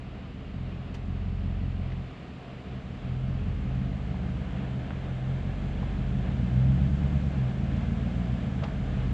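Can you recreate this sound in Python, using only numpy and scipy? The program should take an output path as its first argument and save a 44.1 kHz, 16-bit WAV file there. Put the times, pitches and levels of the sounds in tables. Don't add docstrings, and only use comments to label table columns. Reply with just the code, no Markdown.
import sys
import numpy as np
from scipy import signal
from scipy.fft import rfft, irfft, next_fast_len
from scipy.io import wavfile
from scipy.ndimage import map_coordinates

SR = 44100
rng = np.random.default_rng(int(sys.argv[2]) if len(sys.argv) > 2 else 0)


def wrap_up_sound(samples):
    columns = np.atleast_2d(samples).T
    tamed = np.clip(columns, -1, 1)
    steps = np.round(tamed * 32767).astype(np.int16)
    wavfile.write(sys.argv[1], SR, steps)


N = 402633


def amp(db):
    return 10 ** (np.asarray(db) / 20)


def unit(x):
    return x / np.sqrt(np.mean(x ** 2) + 1e-20)


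def along(points, hz):
    point_hz, value = np.transpose(points)
    return np.interp(np.log(hz + 1), np.log(point_hz + 1), value)


def curves(rows):
    start_s, *columns = np.transpose(rows)
    time = np.arange(N) / SR
    return [np.interp(time, start_s, column) for column in columns]


def wobble(rate):
    points = rng.standard_normal(int(N * rate / SR) + 4)
    return map_coordinates(points, [np.arange(N) * rate / SR])


def filtered(x, response):
    length = x.shape[-1]
    padded = next_fast_len(length + SR // 2)
    hz = np.fft.rfftfreq(padded, 1 / SR)
    return irfft(rfft(x, padded) * response(hz), padded)[..., :length]


def resonate(x, modes):
    def response(f):
        total = 0
        for centre, width, db, polarity in modes:
            peak = 1j * f * width / (centre * centre - f * f + 1j * f * width)
            total = total + np.sign(polarity) * amp(db) * peak
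        return total
    return filtered(x, response)


def band(x, low_hz, high_hz):
    sos = signal.butter(4, [low_hz, high_hz], "band", fs=SR, output="sos")
    return signal.sosfilt(sos, x)


def burst(t, t60, colour, attack=0.00018):
    noise = unit(filtered(rng.standard_normal(len(t)), colour))
    return noise * amp(-60 * t / t60) * (1 - np.exp(-t / attack)) / 2


# pitch_hz, likeness (1 = the same, 0 = unrelated, below 0 = opposed)
LIKENESS = [(100, 1), (300, 1), (600, 0.98), (1200, .97), (2500, 1), (4000, 0.99), (5500, 0.98),
            (7000, 0.57), (9000, -.25), (11000, .6)]


def air(spectrum):
    def response(hz):
        turn = np.arccos(np.clip(along(LIKENESS, hz), -1, 1)) / 2
        side_gain = np.minimum(np.tan(turn), 2)
        return amp(along(spectrum, hz)) * np.array([np.ones_like(hz), side_gain])
    mid, side = filtered(rng.standard_normal((2, N)), response)
    return np.array([mid + side, mid - side]) / np.std(mid)


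# pitch_hz, level_db (per Hz)
FAR_RUSH = [(170, -9), (290, -2.5), (317, -1.5), (355, -8.5), (384, -5), (440, -5.5), (536, -8.5),
            (580, -7.5), (734, -6.5), (849, -14.5), (1280, -13), (1400, -16.5), (2840, -17.5), (4200, -28),
            (5460, -40), (9240, -120)]
NEAR_RUSH = [(170, -30.5), (290, -2), (351, -6), (384, -5.5), (491, -4.5), (570, -7), (607, -4),
             (750, -6.5), (820, -9.5), (900, -14), (1440, -14.5), (1750, -13.5), (1900, -18), (1990, -19),
             (2080, -13.5), (2170, -17), (3280, -20.5), (4200, -29.5), (5460, -64.5), (9240, -120)]


def fan_rush(beat, pulsing=0.025, flutter_db=0.51):
    change_start_s, change_s = 2.5, 2.66
    near = np.clip((np.arange(N) / SR - change_start_s) / change_s, 0, 1)
    rush = np.sqrt(1 - near) * air(FAR_RUSH) + np.sqrt(near) * air(NEAR_RUSH)
    return rush * (1 + pulsing * beat) * amp(flutter_db * wobble(14))


# pitch_hz, level_db (middle level, compared with the rush)
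FAN_TONES = [(250.5, -9.5), (267, -12), (311.5, -16), (376, -16), (426.5, -18.5)]


def fan_hum():
    fan_time = np.cumsum(1 + 0.0038 * wobble(4)) / SR
    hum = 0
    for hz, db in FAN_TONES:
        level = amp(db + 1.8 * wobble(3.3)) * np.sqrt(2)
        hum = hum + level * np.sin(2 * np.pi * hz * fan_time)
    return hum


# pitch_hz, level_db (per Hz)
BELT_HISS = [(2600, -43), (3900, -13), (4500, -3), (5100, -7.5), (6000, -10), (6700, -9), (7800, -12.5),
             (8500, -23), (9400, -27.5), (10200, -24), (11000, -46.5), (13000, -68.5)]


def belt_hiss(beat, pulsing=0.051):
    return air(BELT_HISS) * (1 + pulsing * beat)


def nearness_db(distance):
    return 20 * np.log10(distance[0] / distance)


# pitch_hz, level_db (per Hz)
LOW_RUMBLE = [(15, -14), (28, -6), (45, -3), (75, -1), (100, -1), (135, 2), (165, 4), (240, -3), (330, -22),
              (500, -60)]
RUSH_DB, RUSH_DB_PER_OCTAVE = -48.5, 0.1
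HISS_DB, HISS_DB_PER_OCTAVE = -75, 2
HISS_LOSS_DB_PER_M = 0.41


def engine_bay(firings, revs, distance):
    closer_db = nearness_db(distance)
    rush_db = RUSH_DB + RUSH_DB_PER_OCTAVE * revs + closer_db
    hiss_db = HISS_DB + HISS_DB_PER_OCTAVE * revs + closer_db
    hiss_db = hiss_db + HISS_LOSS_DB_PER_M * (distance[0] - distance)
    beat = np.cos(2 * np.pi * firings)
    low_and_middle = fan_rush(beat) + fan_hum() + air(LOW_RUMBLE)
    return amp(rush_db) * low_and_middle + amp(hiss_db) * belt_hiss(beat)


def knock(t, hz, ring_cycles, rattle_db, t60, reach=2.5, width=0.98):
    ring = np.sin(2 * np.pi * hz * t) * amp(-60 * t * hz / ring_cycles)
    rattle = burst(t, t60, lambda f: f * hz / (hz * hz - f * f + 1j * width * f * hz))
    return band(ring + amp(rattle_db) * rattle, hz / 1.73, min(reach * hz, 6000))


# start_s, level_db, pitch_hz,
# ring_cycles (cycles to fall by 60 dB), rattle_db (against the ring), rattle_t60_s (time to fall by 60 dB)
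STONE_KNOCKS = [(.943, -35.5, 480, 5, -2, 0.1), (0.945, -39, 1290, 4, -2, 0.08),
                (1.92, -38, 2030, 25, -8, 0.062), (4.143, -29.5, 810, 5.9, -17, .036),
                (4.9061, -19, 1110, 1.8, -13, 0.028), (4.935, -31, 1310, 3.9, -7, .02),
                (5.8294, -34, 815, 24, -11, .06), (5.83, -29, 1200, 4, -13, .025),
                (7.72, -34.5, 292, 55, -16, 0.16), (8.6, -36, 88, 25, -16, .1),
                (8.623, -35.5, 564, 8.2, 3.5, 0.29), (8.632, -30, 794, 4, -1, 0.12),
                (8.6369, -30, 2100, 1.9, -6, 0.067), (8.64, -28, 1400, 2.8, -7, .04)]
# start_s, level_db, t60_s (time to fall by 60 dB), dull_above_hz
GRIT_CRUNCHES = [(0.941, -39.5, 0.096, 11900), (7.760, -48, 0.11, 12000), (8.635, -33.5, 0.053, 5500)]
# pitch_hz, level_db (per Hz)
GRIT_COLOUR = [(500, -20), (1500, 8), (3000, 10.5), (4500, 4.5), (7000, -2), (9000, -13), (13000, -19),
               (14500, -60)]


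def tyres(grit_rise_s=0.0025):
    out = np.zeros(N + SR)
    t = np.arange(SR // 4) / SR
    for start_s, db, hz, cycles, rattle_db, t60 in STONE_KNOCKS:
        place = out[round(start_s * SR):][:len(t)]
        place += amp(db) * knock(t, hz, cycles, rattle_db, t60)
    for start_s, db, t60, dull_hz in GRIT_CRUNCHES:
        colour = lambda f: amp(along(GRIT_COLOUR, f)) / (1 + (f / dull_hz) ** 4)
        place = out[round(start_s * SR):][:len(t)]
        place += amp(db) * burst(t, t60, colour, grit_rise_s)
    return out[:N]


# strength_db, bank (+1 or -1)
FIRING_ORDER = [(5.3, 1), (4.7, 1), (-2.6, -1), (2.6, 1), (-5.4, -1), (-3.2, -1), (4.7, 1), (-5.5, -1)]


def puffs(firings, scatter_db=0.3, jitter_s=0.00003):
    early = firings[0] + (firings[1] - firings[0]) * np.arange(-SR, 0)
    firings = np.concatenate([early, firings])
    at = np.flatnonzero(np.diff(np.floor(firings))) + 1
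    cylinder = np.floor(firings[at]).astype(int) % len(FIRING_ORDER)
    db, bank = np.array(FIRING_ORDER)[cylinder].T
    chance = rng.standard_normal((len(at), 2))
    at = np.clip(at + SR * jitter_s * chance[:, 0], 0, N + SR - 1).astype(int)
    size = amp(db + scatter_db * chance[:, 1])
    together = np.bincount(at, size, N + SR)
    opposed = np.bincount(at, size * bank, N + SR)
    return together, opposed


# pitch_hz, width_hz, level_db, polarity (+1 or -1)
PIPE_MODES = [(46.0, 6.6, 20.1, 1.0), (68.4, 8.4, 17.8, -1.0), (89.7, 3.4, 18.8, 1.0)]
MUFFLER_MODES = [(129.1, 25.4, 18, -1), (129.1, 6.7, 27.7, 1), (175.8, 2.2, 13, 1), (197.1, 3.1, 6.8, -1),
                 (227.2, 10.2, 6.3, -1)]
BURBLE_MODES = [(45.8, 7.9, 17.7, -1.0), (67.6, 20.4, 18.8, 1.0), (74.9, 8.5, 22.3, -1.0),
                (127.3, 3.9, 26.8, -1.0), (134.0, 4.7, 18.3, 1.0), (178.6, 5.8, 16.8, 1.0),
                (195.8, 9.4, 14.9, -1.0), (205.9, 9.4, 13.4, 1.0), (232.7, 3.9, 4.6, -1.0),
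                (266.9, 4.4, 9.8, -1.0)]
# start_s, pipe_throb_db, muffler_boom_db, burble_db
ENGINE_LOAD = [(0.0, -7, -16, -6.5), (0.35, -8, -7.16, -6.5), (0.62, 0.5, -3.5, -1.2),
               (0.8, -5.5, -7, -6.37), (1.08, 2.2, -7.5, -0.86), (1.5, 3.8, -3.5, 1.32),
               (1.95, 1.11, -2.17, -2.86), (2.12, -15.9, -24.5, -11), (2.55, -19, -13.74, -8.5),
               (2.72, -13, -12, -1.5), (3.0, 2, 2.5, -2), (3.15, 3.5, 5, -0.5), (3.5, 2.94, -8.5, 3),
               (3.85, 3, 5, 3.5), (4.35, 3, 7.5, 2), (4.8, -4.5, -6.5, 1.1), (5.05, 0, 0.2, -3.44),
               (5.4, 1.46, 3.5, -1.5), (6.05, 4.5, 6, 4.0), (6.4, 8, 9, 3.5), (6.72, 6.5, 8, 7.63),
               (7.15, 7.5, 11.5, 7), (7.48, -0.28, 3, 1.14), (7.65, 7.5, 9, 5), (8.25, 6.5, 7, 3.5),
               (8.6, -1, 9, 2.5), (8.8, 4, 4.5, 2.5), (9.13, 7.25, 7, 6)]
PIPE_DB, MUFFLER_DB, BURBLE_DB = 0.8, 0.86, 0.65


def exhaust(firings):
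    together, opposed = puffs(firings)
    throb_load, boom_load, burble_load = curves(ENGINE_LOAD)

    def layer(train, modes, load_db, db):
        drive_db = db + np.pad(load_db, (SR, 0), "edge")
        return resonate(train * amp(drive_db), modes)

    throb = layer(together, PIPE_MODES, throb_load, PIPE_DB)
    boom = layer(together, MUFFLER_MODES, boom_load, MUFFLER_DB)
    burble = layer(opposed, BURBLE_MODES, burble_load, BURBLE_DB)
    return band(throb + boom + burble, 36, 300)[SR:]


# start_s, speed_rpm (crank turns a minute)
ENGINE_SPEED = [(0.0, 714.76), (0.39, 711.53), (0.56, 656.38), (0.75, 659.7), (0.95, 673.38),
                (1.46, 682.93), (2.0, 645.95), (2.2, 672.07), (2.45, 638.7), (2.75, 633.38), (3.04, 620.53),
                (3.29, 661.21), (3.75, 743.33), (4.24, 799.05), (4.5, 757.33), (4.75, 712.35),
                (5.13, 634.55), (5.48, 699.01), (5.79, 690.98), (6.15, 746.63), (6.5, 939.83),
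                (6.59, 975.77), (6.88, 1067.57), (7.05, 1070.25), (7.27, 1081.57), (7.52, 828.86),
                (8.0, 852.63), (8.26, 914.94), (8.5, 812.15), (8.72, 705.67), (8.9, 729.72), (9.13, 705.51)]
# start_s, distance_m
TRUCK_APPROACH = [(0, 19.5), (5.8, 12.66), (9.13, 11.3)]
IDLE_RPM = 700
CRANK_START = 7.652


def scene():
    rpm, = curves(ENGINE_SPEED)
    distance, = curves(TRUCK_APPROACH)
    firings = CRANK_START + np.cumsum(rpm / 60 * 4) / SR
    revs = np.log2(rpm / IDLE_RPM)
    bay = engine_bay(firings, revs, distance) * amp([[-0.2], [0.2]])
    ground_and_exhaust = (tyres() + exhaust(firings)) * amp([[-0.05], [0.05]])
    return bay + ground_and_exhaust


BASS_CUT_HZ = [9.9, 7.2]
TOP_HZ = 13000


def record(dry):
    def bass_cut(f):
        return np.array([1j * f / (1j * f + hz) for hz in BASS_CUT_HZ])
    return filtered(filtered(dry, bass_cut), lambda hz: hz < TOP_HZ)


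dry = scene()
out = record(dry)
wrap_up_sound(out)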